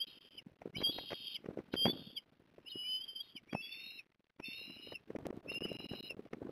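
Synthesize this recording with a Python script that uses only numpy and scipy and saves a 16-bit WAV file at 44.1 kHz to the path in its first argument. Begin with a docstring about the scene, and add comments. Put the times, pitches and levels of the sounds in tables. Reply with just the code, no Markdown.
"""An osprey on its nest on a platform at sea whistles seven calls over wind and a faint wash, near a
surveillance camera. The first call is under way at the start; the others run from yip to yip, chaotic rasp
giving way to clear sine notes, with a thin whistle above. Noise-and-pulse wind buffets the microphone from
0.5 s, hardest near 1.9 s, and thickly again from 5.1 s, when clicks join it. Throughout, the camera's 8 kHz
sampling mirrors the calls into the treble; its sound cuts out for instants early and late."""
import sys
import numpy as np
from scipy import signal
from scipy.fft import rfft, irfft
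from scipy.io import wavfile
from scipy.ndimage import uniform_filter1d

SR = 44100
rng = np.random.default_rng(int(sys.argv[2]) if len(sys.argv) > 2 else 0)


def transcribe(signal):
    """Save signal, clipped to [-1, 1], as a 16-bit WAV file at the path in sys.argv[1]."""
    frames = np.atleast_2d(signal).T
    limited = np.clip(frames, -1, 1)
    pcm = np.round(limited * 32767).astype(np.int16)
    wavfile.write(sys.argv[1], SR, pcm)


N = 287091
TIME = np.arange(N) / SR


def amp(db):
    """Decibel law: the amplitude ratio of a level."""
    return 10 ** (np.asarray(db) / 20)


def unit(x):
    """Normalisation: scales a signal to rms 1."""
    return x / np.sqrt(np.mean(x ** 2) + 1e-20)


def add(mix, s, sound):
    """Superposition: adds a sound to the mix at time s, or at the start if s is negative."""
    part = mix[max(round(s * SR), 0):][:len(sound)]
    part += sound[:len(part)]


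def level_at(times, rows):
    """Interpolation: reads a (time [s], level [dB]) table at the given times."""
    return np.interp(times, *np.transpose(rows))


def colour(x, points):
    """Spectral shaping: filters by (frequency [Hz], gain [dB]) points joined on a log-frequency axis."""
    hz, db = np.transpose(points)
    bins = np.fft.rfftfreq(len(x), 1 / SR)
    gain_db = np.interp(np.log(bins + 1), np.log(hz + 1), db)
    return irfft(rfft(x) * amp(gain_db), len(x))


def noise(points):
    """Coloured noise: white noise shaped to a spectrum, at rms 1."""
    return unit(colour(rng.standard_normal(N), points))


def wander(rate_hz, size):
    """Low-passed randomness: smooth motion up to about rate_hz, from a one-second loop of rms 1."""
    bins = np.fft.rfftfreq(SR, 1 / SR)
    spectrum = rfft(rng.standard_normal(SR)) / (1 + ((bins / rate_hz) ** 2) ** 2)
    return np.resize(unit(irfft(spectrum, SR)), size)


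def low_lumps(rate_hz):
    """Band-limited fluctuation: random swings of rms 1 over the whole scene, mostly below rate_hz."""
    return noise([(rate_hz, 0), (2 * rate_hz, -60)])


def low_pass(x, edge_hz):
    """Band limiting: a steep linear-phase low-pass."""
    return signal.oaconvolve(x, signal.firwin(1023, edge_hz, window=("kaiser", 9), fs=SR), "same")


def follow(rows):
    """Interpolation: the start time and one curve per further column of a table."""
    s, *columns = np.transpose(rows)
    t = np.arange(s[0], s[-1], 1 / SR)
    return s[0], [np.interp(t, s, c) for c in columns]


def faded(x, fade_s=.003):
    """Click avoidance: linear ramps at both ends."""
    i = np.arange(len(x))
    return x * np.minimum(np.minimum(i, i[::-1]) / (fade_s * SR), 1)


def quadrature_noise(rate_hz, phase):
    """Random modulation: two wandering carriers in quadrature widen a line into a band."""
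    n = len(phase)
    return wander(rate_hz, n) * np.cos(phase) + wander(rate_hz, n) * np.sin(phase)


def whistle(hz, db, rough, rasp_hz=130, skirt_hz=430, skirt_db=-5.5, skirt_ratio=.94,
            jitter=.011, throb_hz=45, throb_db=1.8):
    """Nonlinear voicing: a near sine whose swing turns chaotic as roughness (0 to 1) rises."""
    n, rough = len(hz), np.clip(rough, 0, 1)
    phase = 2 * np.pi * np.cumsum(hz * (1 + jitter * rough * wander(150, n))) / SR
    core = quadrature_noise(rasp_hz, phase)
    skirt = quadrature_noise(skirt_hz, skirt_ratio * phase)
    # the rasp comes in uneven spurts
    rasp = unit((core + amp(skirt_db) * skirt) * amp(throb_db * wander(throb_hz, n)))
    clear = np.sqrt(2 * (1 - rough ** 2)) * np.sin(phase)
    return faded(amp(db) * (clear + rough * rasp))


def side_tone(hz, db, jitter, shimmer):
    """Frequency and amplitude modulation: a thin sine that trembles in pitch and strength."""
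    n = len(hz)
    phase = 2 * np.pi * np.cumsum(hz * (1 + jitter * wander(230, n))) / SR
    return faded(amp(db) * np.sqrt(2) * np.sin(phase) * (1 + shimmer * wander(110, n)))


# the hoarse body of each call: (start [s], end [s], starting pitch [Hz], climb over the call [Hz],
# starting level before yielding to clear notes [dB], swell to the end [dB], arch in the middle [dB],
# roughness [0-1, excess is limited])
CALL_BODIES = [(0, 0.376, 3170, -59, -54.5, -13, -3.5, 1.1), (0.779, 1.369, 3210, -1.5, -53, 4, -3, 0.92),
               (1.725, 2.145, 3364, -100, -62, -4.5, 5, 1.13), (2.693, 3.339, 3113, 129, -63, -6, 3.5, 1.2),
               (3.598, 4.006, 2643, 110.5, -61.5, -0.5, 7, 0.71),
               (4.444, 4.955, 2676, 283, -52, -7, -1, 0.74), (5.516, 6.092, 2783, 132, -51.5, -6, 0, 0.76)]


def rasps():
    """Chaotic oscillation: each hoarse body drifts steadily in pitch while its level slopes and arches."""
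    out = np.zeros(N)
    for start, end, hz, climb_hz, db, swell_db, arch_db, rough in CALL_BODIES:
        u = np.linspace(0, 1, round((end - start) * SR))
        level_db = db + swell_db * u + arch_db * np.sin(np.pi * u)
        add(out, start, whistle(hz + climb_hz * u, level_db, rough))
    return out


# stretches where the voice runs clear, one curve a note: (time [s], pitch [Hz], level [dB])
CLEAR_NOTES = [
    [(0.0, 3093, -48), (0.018, 3200, -36.5), (0.036, 3296, -47.5), (0.045, 3330, -51)],
    [(0.83, 3330, -54), (0.84, 3250, -36), (0.852, 3192, -33), (0.9, 3356, -42), (0.915, 3374, -51)],
    [(3.078, 3190, -52), (3.092, 3118, -46), (3.148, 3124, -65), (3.162, 3140, -44), (3.19, 3087, -55),
     (3.21, 3305, -42.5), (3.225, 3310, -60)],
    [(1.762, 3220, -47), (1.774, 3156, -41), (1.842, 3200, -33.5), (1.868, 3277, -39), (1.878, 3407, -46),
     (1.9, 3445, -39.5), (1.918, 3500, -46.5), (1.925, 3455, -50)],
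    [(2.715, 3160, -47), (2.723, 2936, -48.5), (2.741, 2887, -55), (2.793, 2949, -47), (2.843, 2946, -48.5),
     (2.891, 3023, -42.5), (2.957, 3032, -39), (2.989, 3055, -46.5), (2.997, 3013, -55),
     (3.013, 3090, -45.5), (3.033, 3218, -54.5), (3.048, 3246, -44.5)],
    [(3.545, 2660, -45), (3.553, 2586, -51.5), (3.605, 2644, -48.5), (3.62, 2770, -48)],
    [(5.535, 2730, -52), (5.555, 2770, -42.5), (5.575, 2810, -46), (5.587, 2760, -52)],
    [(5.61, 2790, -68), (5.64, 2940, -42.5), (5.662, 2980, -51)],
]


def clear_notes():
    """Periodic oscillation: the voice locks into an almost pure, gliding tone."""
    out = np.zeros(N)
    for rows in CLEAR_NOTES:
        start, (hz, db) = follow(rows)
        add(out, start, whistle(hz, db, rough=.1))
    return out


# the thin upper whistle, one curve an entry:
# (time [s], pitch [Hz], level before yielding to clear notes [dB])
UPPER_WHISTLE = [
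    [(.065, 4170, -66), (.15, 4300, -78), (.36, 4420, -92)],
    [(.77, 4160, -56.5), (.82, 4120, -64), (.9, 4200, -64), (.94, 4220, -55), (1.0, 4206, -59),
     (1.07, 4253, -66.5), (1.325, 4360, -64), (1.36, 4180, -63)],
    [(1.716, 4310, -68), (1.752, 4040, -58)],
    [(1.925, 4250, -78), (2.03, 4380, -67.5), (2.15, 4400, -77)],
    [(2.685, 4160, -71.5), (2.735, 4340, -42.5)],
    [(3.22, 4280, -66), (3.345, 4330, -91)],
    [(3.505, 3345, -62), (3.53, 3270, -59.5), (3.59, 3330, -81), (3.62, 3357, -53.5), (3.67, 3376, -52),
     (3.695, 3450, -71), (3.725, 3516, -54), (3.78, 3610, -64.5), (3.86, 3754, -58), (3.97, 3880, -68),
     (4.005, 3730, -62.5)],
    [(4.445, 3610, -54.5), (4.505, 3573, -60), (4.59, 3780, -61), (4.71, 3980, -70.5), (4.76, 4095, -70),
     (4.795, 4180, -86), (4.825, 4130, -68), (4.915, 4195, -68), (4.94, 4120, -62)],
    [(5.505, 3700, -77), (5.55, 3830, -55)],
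    [(5.69, 3960, -74), (5.82, 4070, -69.5), (5.92, 4075, -71), (6, 4124, -60.5), (6.06, 4150, -64.5),
     (6.09, 4070, -56)],
]


def upper_whistles():
    """Biphonation: a thin second voice eases in above the rasp."""
    out = np.zeros(N)
    for rows in UPPER_WHISTLE:
        start, (hz, db) = follow(rows)
        add(out, start, faded(side_tone(hz, db, jitter=.0032, shimmer=.25), fade_s=.015))
    return out


def swoop(s, hz, db, glide_hz_per_s, hold_s, fall_db_per_s):
    """Linear chirp: start time, pitch and level of a quick glide that swells and dies around its peak."""
    t = np.arange(-SR // 30, SR // 30) / SR
    return s + t[0], hz + glide_hz_per_s * t, db - fall_db_per_s * (np.hypot(t, hold_s) - hold_s)


# flicks at the ends of the calls:
# (peak time [s], pitch [Hz], level [dB], glide [Hz/s], hold [s])
YIPS = [(0.387, 2974, -46.5, -14000, 0.0014), (.77, 3023, -42, 7010, 0.0016),
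        (1.356, 3035, -41.5, -15000, 0.0022), (1.735, 3140, -52, 3006.5, 0.0011),
        (2.176, 3177, -38, -13000, 0.0017), (2.681, 2970, -51, 10003.5, 0.014),
        (3.369, 3004, -46, -13000, 0.002), (3.498, 2370, -57.5, 8006, 0.0014),
        (3.997, 2590, -45.5, -10000, 0.0018), (4.443, 2675, -47, 6997, .004),
        (4.958, 2720, -45.5, -8000, 0.0018), (5.501, 2743, -42, 7006, 0.0075),
        (6.107, 2736, -43, -7000, 0.0046)]


def yips(fall_db_per_s=1400):
    """Chirped onset and release: calls open with an upward flick and close with a downward one."""
    out = np.zeros(N)
    for row in YIPS:
        start, hz, db = swoop(*row, fall_db_per_s)
        add(out, start, whistle(hz, db, rough=.38))
    return out


# brief low notes where the voice cracks:
# (peak time [s], pitch [Hz], level [dB], glide [Hz/s], hold [s])
CRACKS = [(.393, 2290, -61, -16000, 0.0048), (0.759, 2310, -47, 14005, 0.0038),
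          (1.365, 2260, -53, -16000, 0.0025), (2.183, 2260, -60, -16000, .004),
          (2.86, 2384, -60, 1485, 0.062), (3.383, 2270, -57, -13000, 0.0028)]


def cracks(fall_db_per_s=2100):
    """Register break: the voice cracks briefly into a lower gliding note."""
    out = np.zeros(N)
    for row in CRACKS:
        start, hz, db = swoop(*row, fall_db_per_s)
        add(out, start, side_tone(hz, db, jitter=.012, shimmer=.3))
    return out


def osprey(rasp_yield_db=-6, upper_yield_db=-18):
    """Mode competition: rasp and upper whistle give way whenever the voice runs clear."""
    spans = sum((TIME > rows[0][0]) & (TIME < rows[-1][0]) for rows in CLEAR_NOTES)
    clear = uniform_filter1d(1. * spans, size=400)
    voice = clear_notes() + yips() + cracks()
    hoarse = rasps() * amp(rasp_yield_db * clear)
    upper = upper_whistles() * amp(upper_yield_db * clear)
    return voice + hoarse + upper


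def deck(x, echo_db=-22, t60_s=.17):
    """Diffuse reverberation: faint, exponentially dying scatter from the deck and rails."""
    t = np.arange(SR // 2) / SR
    tail = rng.standard_normal(len(t)) * amp(-60 * t / t60_s) * (t > .004)
    return x + amp(echo_db) * signal.oaconvolve(x, tail / np.linalg.norm(tail))[:N]


def two_sided_decay(t, rise_s, fall_s):
    """Exponential envelope: grows up to t = 0 and decays after it."""
    return np.exp(-abs(t) / np.where(t < 0, rise_s, fall_s))


# the wind between buffets: (time [s], level before the wind or eddy offset [dB])
WIND = [(0, -74.5), (.72, -69.5), (.84, -53.5), (1.25, -74.5), (1.41, -72), (1.52, -60.5), (1.68, -68.5),
        (1.91, -53), (2.15, -71), (3.0, -79), (3.9, -77), (4.3, -86), (4.5, -68), (5.07, -70.5),
        (5.22, -55), (5.9, -56), (6.27, -64), (6.45, -55.5)]
# spectrum of the wind: (frequency [Hz], relative density [dB])
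WIND_COLOUR = [(20, -36), (60, -17.5), (130, -3), (260, -2.5), (400, -7), (600, -10.5), (900, -19.5),
               (1500, -23.5), (3500, -45.5)]


def wind(lumps_db=5, wind_db=-2.5, wake_db=-21):
    """Turbulent noise: a lumpy low rumble swells with each gust and lingers in each buffet's wake."""
    power = amp(level_at(TIME, WIND) + wind_db) ** 2
    t = np.arange(-SR // 10, SR // 3) / SR
    for s, db, _, _ in BUFFETS:
        wake = amp(db + wake_db) * two_sided_decay(t, rise_s=.005, fall_s=.018)
        add(power, s + t[0], wake ** 2)
    lumps = unit(amp(lumps_db * low_lumps(60)))
    return np.sqrt(power) * lumps * noise(WIND_COLOUR)


# the wash of the sea: (time [s], level before sea_db [dB])
SEA = [(0.0, -81.5), (0.52, -87), (0.8, -82.5), (2.06, -86), (2.48, -87.5), (2.86, -81), (3.37, -86.5),
       (3.77, -84.5), (4.15, -88), (4.42, -89.5), (4.55, -85), (5.44, -85), (6.25, -84), (6.51, -86)]
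# spectrum of the wash: (frequency [Hz], relative density [dB])
SEA_COLOUR = [(20, -5.5), (200, 1.5), (700, -3), (1500, -1.5), (2500, -2), (3400, -6.5), (4000, -14.5),
              (4700, -34)]


def sea(sea_db=7, flicker_db=2.3):
    """Modulated broadband noise: a faint wash of water with a quick random flicker in level."""
    level_db = level_at(TIME, SEA) + sea_db + flicker_db * low_lumps(81)
    return amp(level_db) * noise(SEA_COLOUR)


# what the camera's weak smoothing filter lets through: (frequency [Hz], gain [dB])
SMOOTHING = [(20, 7), (3200, 2), (4000, 6), (4400, 0), (4800, -6), (5250, -10), (5700, -14), (6400, -21.5),
             (7500, -48), (8700, -46.5), (10300, -23), (11200, -20), (12200, -13.5), (13000, -25.5),
             (13700, -33), (15300, -40.5)]


def coarse_sampling(x, rate_hz=8000):
    """Spectral imaging: sampling copies the band around each multiple of the rate; smoothing is weak."""
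    comb = 1 + 2 * np.cos(2 * np.pi * rate_hz * TIME) + 2 * np.cos(2 * np.pi * 2 * rate_hz * TIME)
    return colour(x * comb, SMOOTHING)


def rounding_hiss(level, hiss_db=-85, full_db=-66):
    """Quantisation noise: a faint hiss that fades away with the sound below full_db."""
    return amp(hiss_db) * np.minimum(level / amp(full_db), 1) * rng.standard_normal(N)


# instants when the sound cuts out: start time [s]
DROPOUTS = [.050, .189, .289, .429, .569, .709, 5.169, 5.309, 5.409, 5.588, 5.769, 5.869, 6.009, 6.149,
            6.289]


def gate_and_dropouts(level, gate_db=-77.5, shut_db=-20, dropout_db=-26, dropout_s=.0185):
    """Threshold switching: the gate stutters as the sound sinks to its threshold; dropouts cut deeper."""
    gain = np.where(level > amp(gate_db), 1, amp(shut_db))
    for s in DROPOUTS:
        gain[(TIME > s) & (TIME < s + dropout_s)] = amp(dropout_db)
    return uniform_filter1d(gain, size=16)


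def push(t, hz, turn, cycles=.58):
    """Gaussian wave packet: a pressure swing of one or two cycles around t = 0."""
    return np.exp(-.5 * (t * hz / cycles) ** 2) * np.cos(2 * np.pi * (hz * t + turn))


def eddies(eddy_db=11, strongest_db=-46, spread_db=2, eddy_hz=330, spread_octaves=.3, count=100):
    """Random turbulence: small pushes land at random, growing with the wind up to a ceiling plus spread."""
    out, t = np.zeros(N), np.arange(-SR // 50, SR // 50) / SR
    for (when, turn), (size, pitch) in zip(rng.random((count, 2)), rng.standard_normal((count, 2))):
        s = when * N / SR
        db = min(level_at(s, WIND) + eddy_db, strongest_db) + spread_db * size
        add(out, s, amp(db) * push(t, eddy_hz * 2 ** (spread_octaves * pitch), turn))
    return out


# wind buffets: (time [s], level before the push, churn or wake offset [dB], pitch [Hz], crackle level [dB])
BUFFETS = [(0.469, -44.5, 200, -72), (.62, -42, 706, -53), (0.659, -33, 398, -65.5),
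           (0.677, -43.5, 377, -66), (0.766, -44.5, 308, -67), (0.806, -37.5, 330, -52),
           (.816, -47, 550, -43), (.826, -36, 332, -49.5), (.986, -43.5, 540, -41),
           (1.107, -53.5, 718, -43), (1.121, -38, 540, -44.5), (1.132, -36.5, 435, -44),
           (1.445, -45.5, 430, -58.5), (1.461, -39.5, 354, -52.5), (1.489, -32, 430, -70),
           (1.512, -43, 380, -86), (1.575, -34, 480, -60), (1.59, -36, 345, -49.5), (1.74, -34.5, 300, -38),
           (1.756, -37.5, 390, -50), (1.857, -23.5, 534, -39), (1.866, -23.5, 706, -38.5),
           (1.882, -29, 300, -47.5), (1.899, -31.5, 365, -46.5), (1.958, -43.5, 267, -71),
           (1.996, -47.5, 238, -77), (2.017, -47, 269, -82.5), (2.075, -47.5, 213, -76),
           (2.583, -48.5, 500, -72), (2.759, -38.5, 335, -73.5), (3.356, -47, 253, -88),
           (3.532, -35, 292, -41), (3.551, -27.5, 756, -45.5), (4.401, -42.5, 342, -49),
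           (4.487, -45, 248, -85), (4.7, -47.5, 266, -56), (4.873, -45, 434, -59), (4.923, -40, 467, -48.5),
           (5.105, -35.5, 405, -56), (5.153, -35, 487, -83), (5.163, -35, 306, -46), (5.186, -32, 292, -56),
           (5.257, -33.5, 320, -46), (5.268, -33, 550, -72), (5.306, -33, 345, -52), (5.33, -41, 477, -68),
           (5.375, -40, 315, -62), (5.518, -38.5, 430, -51), (5.622, -33, 390, -55),
           (5.654, -33.5, 370, -50), (5.718, -31.5, 510, -59), (5.754, -41, 308, -57.5),
           (5.917, -38, 270, -65), (5.936, -37, 358, -48), (6.108, -41, 500, -72), (6.195, -36.5, 372, -66),
           (6.255, -49.5, 296, -69), (6.334, -33.5, 437, -45), (6.419, -37, 416, -76),
           (6.453, -39, 294, -83), (6.494, -34.5, 410, -68)]
# spectrum of the crackle: (frequency [Hz], relative gain [dB])
CRACKLE_COLOUR = [(50, 0.5), (600, 12.5), (1300, 4), (2200, 7), (3000, -1), (4000, -25)]


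def buffets(push_db=-2, thud_db=-6, thud_hz=185, thud_full_db=-24, churn_db=-18, rise_s=.0022):
    """Eddy impact: each eddy gives the microphone one short push, with churning air and a little crackle."""
    pushes, churn, crackle = np.zeros((3, N))
    t = np.arange(-SR // 20, SR // 20) / SR
    for (s, db, hz, crackle_db), turn in zip(BUFFETS, rng.random(len(BUFFETS))):
        # the strongest eddies are large and carry a deeper thud
        weight = min(amp(db - thud_full_db), 1) * amp(thud_db)
        swing = push(t, hz, turn) + weight * push(t, thud_hz, turn)
        add(pushes, s + t[0], amp(db + push_db) * swing)
        add(churn, s + t[0], amp(db + churn_db) * two_sided_decay(t, rise_s, fall_s=.005))
        add(crackle, s + t[0], amp(crackle_db) * two_sided_decay(t, rise_s, fall_s=.0038))
    # sparse impulses, about 2500 a second
    impulses = rng.standard_normal(N) * (rng.random(N) < 2500 / SR)
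    grains = unit(colour(impulses, CRACKLE_COLOUR))
    return pushes + churn * noise(WIND_COLOUR) + crackle * grains


# sharp ticks in the camera's sound: (time [s], level before tick_db [dB])
TICKS = [(5.188, -54), (5.2679, -38), (5.3683, -56.5), (5.5478, -44), (5.647, -46), (5.688, -54),
         (5.73, -47.5), (5.9276, -52), (6.0295, -51), (6.108, -46.5)]


def ticks(tick_db=8, tick_s=.00006):
    """Impulsive excitation: very short broadband clicks where pieces of the camera's sound join."""
    out, t = np.zeros(N), np.arange(64) / SR
    for s, db in TICKS:
        add(out, s, amp(db + tick_db) * np.exp(-t / tick_s))
    return out


def scene():
    """Superposition: the bird with its scatter, over wind and water."""
    return (deck(osprey()) + buffets() + eddies() + wind() + sea())[None]


def record(dry, input_edge_hz=4700, output_edge_hz=15600):
    """Signal chain: band limiting, coarse sampling and hiss, gate and dropouts, then ticks."""
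    x = low_pass(dry[0], input_edge_hz)
    level = np.sqrt(abs(uniform_filter1d(x ** 2, size=70)))
    sampled = coarse_sampling(x) + rounding_hiss(level)
    return low_pass(sampled * gate_and_dropouts(level) + ticks(), output_edge_hz)[None]


dry = scene()
out = record(dry)
transcribe(out)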